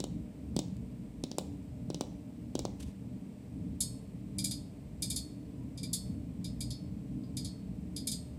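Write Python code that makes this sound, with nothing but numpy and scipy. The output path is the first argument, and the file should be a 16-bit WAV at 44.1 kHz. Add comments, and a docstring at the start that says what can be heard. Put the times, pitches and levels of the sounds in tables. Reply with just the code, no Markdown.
"""Fingernails tap in quick runs of two or three in a small quiet room, over a low ventilation hum.
First they hit the casing that holds the microphone: each nail makes a dry tick and shoves the casing
with a thud. The hand shifts with a faint scuff. Then the nails drum on a hard hollow thing nearby,
perhaps a glass, which clinks: many high tones start together and quickly die away."""
import sys
import numpy as np
from scipy import signal
from scipy.fft import rfft, irfft, next_fast_len
from scipy.io import wavfile
from scipy.ndimage import uniform_filter1d

SR = 44100
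rng = np.random.default_rng(int(sys.argv[2]) if len(sys.argv) > 2 else 0)


def store_pcm(level_fs):
    """Save levels as 16-bit WAV."""
    pcm = np.round(np.clip(level_fs, -1, 1) * 32767).astype(np.int16)
    wavfile.write(sys.argv[1], SR, np.atleast_2d(pcm).T)


N = 369558

# Levels in the tables are relative: the functions set the final loudness.
# the low rumble and the faint hiss of moving air: f/Hz, level/dB
AIR_RUMBLE = [(12, -60), (20, -35), (53, -6.5), (92, -3.5), (123, -3.5), (146, -4), (181, 0), (217, -4),
              (298, -6), (332, -20), (457, -17.5), (536, -26.5), (607, -21), (700, -30), (1400, -51),
              (1820, -81), (3080, -120)]
AIR_HISS = [(700, 9.5), (1500, -0.5), (2300, 3.5), (3500, -2.5), (5000, -4), (6500, -7.5), (7600, -2.5),
            (8400, 0), (9200, -8.5), (11000, -8.5), (12500, -12.5), (15200, -10), (16000, -43)]
# tones of the fan and the mains power: f/Hz, level/dB
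HUM_TONES = [(57, -57), (73, -55.5), (121, -51.5), (144, -58.5), (174, -54.5), (196, -52.5), (213, -64),
             (233, -57), (251, -57), (267, -57), (286, -57.5), (303, -57.5), (447, -71.5), (603, -71.5),
             (969, -86), (1050, -85)]
# slow rise and fall of rumble and hum: t/s, level/dB
AIR_SWELLS = [(0, -39.5), (2.3, -42.5), (2.62, -40), (3.08, -44), (3.72, -40), (4.05, -43.5), (4.5, -39),
              (4.85, -43.5), (5.1, -40), (8.3, -39)]
# nails on the casing: t/s, click level/dB, thud level/dB, thud f/Hz
CASING_HITS = [(0.0015, -23.5, -39.5, 260), (0.0395, -25, -39, 294), (0.5639, -22, -33, 215),
               (0.5897, -20.5, -37, 200), (1.2372, -24.5, -38, 207), (1.314, -27.5, -46.5, 202),
               (1.383, -20, -35.5, 357), (1.901, -29, -36.5, 260), (1.944, -25.5, -45.5, 307),
               (2.0087, -22, -36.5, 234), (2.5521, -23.5, -33, 273), (2.591, -22.5, -41, 292),
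               (2.6512, -25.5, -37, 286)]
# tone colour of the nail's tick, the casing's rattle, its thud and the room: f/Hz, level/dB
TICK_SPECTRUM = [(500, -10), (1900, -16), (3200, -12), (5500, 7.5), (7500, 3.5), (9500, 0.5),
                 (12000, -12.5), (13500, -26), (15200, -29), (16200, -44)]
RATTLE_SPECTRUM = [(1000, -20.5), (2000, -17), (3000, -3), (4000, 1.5), (5200, -5.5), (6500, -24),
                   (8500, -13), (12000, -40), (15000, -20)]
THUD_SPECTRUM = [(40, -28), (150, 6.5), (400, 5), (800, 4), (1150, -3.5), (1600, -16.5), (3000, -71),
                 (8000, -60)]
ROOM_SPECTRUM = [(100, 5), (700, 4.5), (1500, 0), (3000, 5), (5000, 1), (8200, -0.5), (9500, -5),
                 (15000, 1.5)]
# fingers brushing the casing: t/s, length/s, level/dB
BRUSHES = [(0.766, 0.0045, -56.5), (2.793, 0.027, -51), (2.812, 0.035, -53), (2.828, 0.11, -65)]
# nails on the glass: t/s, level/dB
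GLASS_HITS = [(3.8041, -18), (4.383, -24.5), (4.441, -20.5), (4.5088, -26), (5.021, -22), (5.1004, -23.5),
              (5.1596, -23.5), (5.7745, -36.5), (5.8298, -31.5), (5.9302, -20), (6.4423, -33.5),
              (6.605, -28), (6.7034, -32.5), (7.232, -56), (7.3676, -29), (7.445, -32), (7.962, -28.5),
              (8.0702, -22), (8.1144, -25.5)]
# the glass's strong tones: f/Hz, level/dB (earlier fingers), level/dB (last finger), fade time/s
GLASS_TONES = [(2295, -16, -26, 0.09), (2345, -10, -22, 0.1), (3289, -13, -13, 0.21),
               (3644, -15, -19, 0.29), (3684, -3, -8, 0.16), (3760, -12, -21, 0.23), (4102, -18, -14, 0.26),
               (4335, -17, -12, 0.5), (4420, -7, -2, 0.45), (4557, -12, -8, 0.26), (4817, -10, -13, 0.42),
               (4884, 0, -3, 0.24), (4971, -3, -9, 0.17), (5019, -7, -8, 0.22), (5206, -11, -9, 0.32),
               (6422, -15, -13, 0.18), (6648, -17, -11, 0.23), (6788, -13, -6, 0.15), (6972, -6, -8, 0.15),
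               (7253, -7, -2, 0.13), (8000, -17, -13, 0.24), (8172, -12, -13, 0.4), (8274, -12, -12, 0.48),
               (8370, -10, -9, 0.17), (9331, -12, -8, 0.16), (10125, -2, -3, 0.13), (10215, -9, -9, 0.14),
               (10500, -11, -9, 0.12), (10605, -6, -9, 0.14), (11145, -8, -3, 0.12),
               (12615, -16, -14, 0.12)]
# tone colour of its many weaker tones: f/Hz, level/dB
GLASS_SPECTRUM = [(1500, -25.5), (2900, -20.5), (3500, -1.5), (4150, -6), (4500, -4), (5050, -1.5),
                  (5600, -7), (7200, -2), (8800, -3), (11000, 0.5), (11800, -14.5), (13100, -8.5),
                  (14200, -20), (15500, -29)]

RUN_GAP_S = 0.3  # a longer pause starts a new run of taps


def undb(db):
    """Turn decibels into a number to multiply by."""
    return 10 ** (np.asarray(db) / 20)


def unit(x):
    """Scale a sound to an average power of 1."""
    return x / np.sqrt(np.mean(x ** 2))


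def curve_db(points, hz):
    """Read the level between a spectrum's points, spacing octaves evenly."""
    f, db = np.transpose(points)
    return np.interp(np.log(np.maximum(hz, 1)), np.log(f), db)


def colour(x, points, size=2048):
    """Filter a sound so that each pitch is turned up or down as the points say."""
    cepstrum = irfft(np.log(undb(curve_db(points, np.fft.rfftfreq(size, 1 / SR)))))
    # folding onto the first half keeps the filter from sounding before a hit
    cepstrum[1:size // 2] *= 2
    cepstrum[size // 2 + 1:] = 0
    return signal.fftconvolve(x, irfft(np.exp(rfft(cepstrum))))[:len(x)]


def noise(points):
    """Steady noise with the given tone colour."""
    gain = undb(curve_db(points, np.fft.rfftfreq(N, 1 / SR)))
    return unit(irfft(rfft(rng.standard_normal(N)) * gain, N))


def drift(rate_hz):
    """Glide between random values, rate_hz of them a second."""
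    step = int(SR / rate_hz)
    stairs = np.repeat(rng.standard_normal(N // step + 1), step)
    return unit(uniform_filter1d(stairs, step)[:N])


def fade(t, t60):
    """Die away, falling 60 dB in t60 seconds."""
    return np.exp(-np.log(1000) * t / t60)


def fading_tones(t, hz, t60):
    """One fading tone per row, each starting at a random point in its wave."""
    return fade(t, t60[:, None]) * np.sin(2 * np.pi * (hz[:, None] * t + rng.random((len(hz), 1))))


def add(track, s, sound):
    """Mix a sound into the track at s seconds."""
    i = max(int(s * SR), 0)
    track[i:i + len(sound)] += sound[:max(N - i, 0)]


def disperse(x, lag_s):
    """Low pitches travel slower in a bending wall: 4 kHz comes lag_s late, the top almost at once."""
    size = next_fast_len(len(x) + SR // 20)
    hz = np.fft.rfftfreq(size, 1 / SR)
    delay_s = 2 * lag_s / (1 + (hz / 4000) ** 4)
    phase = 2 * np.pi * np.cumsum(delay_s) * SR / size
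    return irfft(rfft(x, size) * np.exp(-1j * phase), size)[:len(x)]


def fingers(taps):
    """Each tap's place in its run, counted from 0."""
    places = [0]
    for gap in np.diff(np.transpose(taps)[0]):
        places.append(0 if gap > RUN_GAP_S else places[-1] + 1)
    return np.array(places)


def ventilation(rumble_db=-45, hum_db=-1, hiss_db=-66, whine_db=-88, swell_db=2):
    """Air rumbles and hisses, fan and mains hum unsteadily, and a thin electrical whine sits on top."""
    t = np.arange(N) / SR
    hum = 0
    for hz, tone_db in HUM_TONES:
        waver = (1 + drift(9) + 1j * drift(9)) * undb(swell_db * drift(3))  # in loudness and phase
        tone = np.exp(2j * np.pi * (hz * t + rng.random()))
        hum += undb(tone_db) * unit(np.real(waver * tone))
    rest, rumble = noise(AIR_RUMBLE), 0
    for edge_hz in (90, 160, 230, 330):  # each low band swells on its own
        band = signal.sosfiltfilt(signal.butter(6, edge_hz, fs=SR, output="sos"), rest)
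        rumble += band * unit(undb(swell_db * drift(6)))
        rest = rest - band
    times, db = np.transpose(AIR_SWELLS)
    level = undb(np.interp(t, times, db - np.mean(db)) + 1.66 * drift(12))
    low = undb(rumble_db) * (rumble * level + rest) + undb(hum_db) * hum * level
    whine = undb(whine_db) * np.sin(2 * np.pi * 14290 * t)
    return low + undb(hiss_db) * noise(AIR_HISS) + whine


def casing_taps(tick_db=1, rattle_db=-2, thud_boost_db=13, thud_cycles=2.7, lag_s=0.000916):
    """Each nail makes a sharp tick, a short plastic rattle and a quick shove of the whole casing."""
    out, t = np.zeros(N), np.arange(SR // 12) / SR
    usual_db = np.mean(CASING_HITS, axis=0)[1]
    for (s, click_db, thud_db, thud_hz), finger in zip(CASING_HITS, fingers(CASING_HITS)):
        # the nail's edge grates for an instant as it lands
        contact = (t == 0) + 0.13 * rng.standard_normal(len(t)) * fade(t, t60=0.0072)
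        tick = disperse(colour(contact, TICK_SPECTRUM), lag_s=0.0012)
        rattle = colour(rng.standard_normal(len(t)) * fade(t, t60=0.037), RATTLE_SPECTRUM)
        click = 2 * undb(tick_db) * tick / np.linalg.norm(tick)
        click += 2 * undb(rattle_db) * rattle / np.linalg.norm(rattle)
        treble_db = 1.04 * (click_db - usual_db)  # harder taps are brighter
        click = colour(click, [(5000, 0), (11000, treble_db)])
        shove = -np.cos(2 * np.pi * thud_hz * t) * fade(t, thud_cycles / thud_hz)
        # flesh gives a round thud, bare nail a knock; each later finger knocks harder
        knock_db = -4.5 + 5.5 * finger
        thud = colour(colour(shove, THUD_SPECTRUM), [(350, 0), (1000, knock_db)])
        add(out, s + lag_s, undb(click_db) * click + undb(thud_db + thud_boost_db) * thud)
    return out


def room_echoes(x, tail_db=-14, body_db=-22, wall_db=-23):
    """Sound bounces off the body and a wall, then fades in a short soft tail."""
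    t = np.arange(SR // 2) / SR
    tail = rng.standard_normal(len(t)) * fade(t, t60=0.46) * (1 - np.exp(-t / 0.002))
    response = undb(tail_db) * tail / np.linalg.norm(tail)
    for delay_s, db in ((0.009, body_db), (0.027, wall_db)):
        echo = rng.standard_normal(SR // 50) * fade(t[:SR // 50], t60=0.025)
        add(response, delay_s, undb(db) * echo / np.linalg.norm(echo))
    return signal.fftconvolve(colour(x, ROOM_SPECTRUM), response)[:N]


def scuffs():
    """Skin and nail slide over the casing in a spray of tiny slips."""
    slips = rng.standard_normal(N) * undb(6 * rng.standard_normal(N))
    grit = colour(slips, [(1200, -12), (3300, -4), (6000, -7), (8500, -4.5), (12200, -14), (15000, -26)])
    loudness = np.zeros(N)
    for s, length_s, db in BRUSHES:
        add(loudness, s, undb(db) * np.hanning(int(length_s * SR)))
    return loudness * unit(grit)


def glass_taps(level_db=-10, weak_db=-2, crack_db=-3, scatter_db=3, extra_fade_t60=2, weak_count=320):
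    """Every nail rings the same tones of the glass, in a mix that depends on where it lands."""
    out, t = np.zeros(N), np.arange(SR * 2 // 5) / SR
    hz, earlier_db, last_db, tone_t60 = np.transpose(GLASS_TONES)
    # the glass's tones fade a little faster; the room's echo lengthens them again
    t60 = 1 / (1 / tone_t60 + 1 / extra_fade_t60)
    weak_hz = np.geomspace(1600, 15500, weak_count) * (1 + 0.003 * rng.standard_normal(weak_count))
    weak_gain = undb(curve_db(GLASS_SPECTRUM, weak_hz)) * np.sqrt(weak_hz)
    weak_tones = fading_tones(t, weak_hz, t60=np.interp(weak_hz, [5000, 12000], [0.16, 0.11]))
    times, levels_db = np.transpose(GLASS_HITS)
    ends_run = np.diff(times, append=np.inf) > RUN_GAP_S
    for (s, tap_db), finger, last in zip(GLASS_HITS, fingers(GLASS_HITS), ends_run):
        # the last finger lands on another spot: less low knock, more of the long ring
        mix_db = (last_db if last else earlier_db) + scatter_db * rng.standard_normal(len(hz))
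        strong = undb(mix_db) @ fading_tones(t, hz, t60)
        weak = (weak_gain * rng.standard_normal(weak_count)) @ weak_tones
        crack = colour(rng.standard_normal(len(t)), GLASS_SPECTRUM) * fade(t, t60=0.14)
        clink = unit(strong) + undb(weak_db) * unit(weak) + undb(crack_db) * unit(crack)
        # harder taps are brighter; each later finger is duller
        treble_db = 0.7 * (tap_db - np.mean(levels_db)) - 0.86 - 0.6 * finger
        clink = colour(clink, [(4800, 0), (8000, treble_db), (14000, 1.1 * treble_db)])
        clink *= undb(tap_db + level_db) / np.std(clink[:SR // 80])
        clink *= 1 - np.exp(-t / 0.0012)  # soften the very start
        add(out, s, disperse(clink, lag_s=0.002))
    return out


def scene():
    """Taps, scuffs and their echoes over the hum, in one channel."""
    hand = casing_taps() + scuffs() + glass_taps()
    return (hand + room_echoes(hand) + ventilation())[None]


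def record(dry, top_hz=16200):
    """The very highest pitches, above about 16 kHz, are cut off."""
    return signal.sosfilt(signal.ellip(12, 0.2, 70, top_hz, fs=SR, output="sos"), dry)


dry = scene()
out = record(dry)
store_pcm(out)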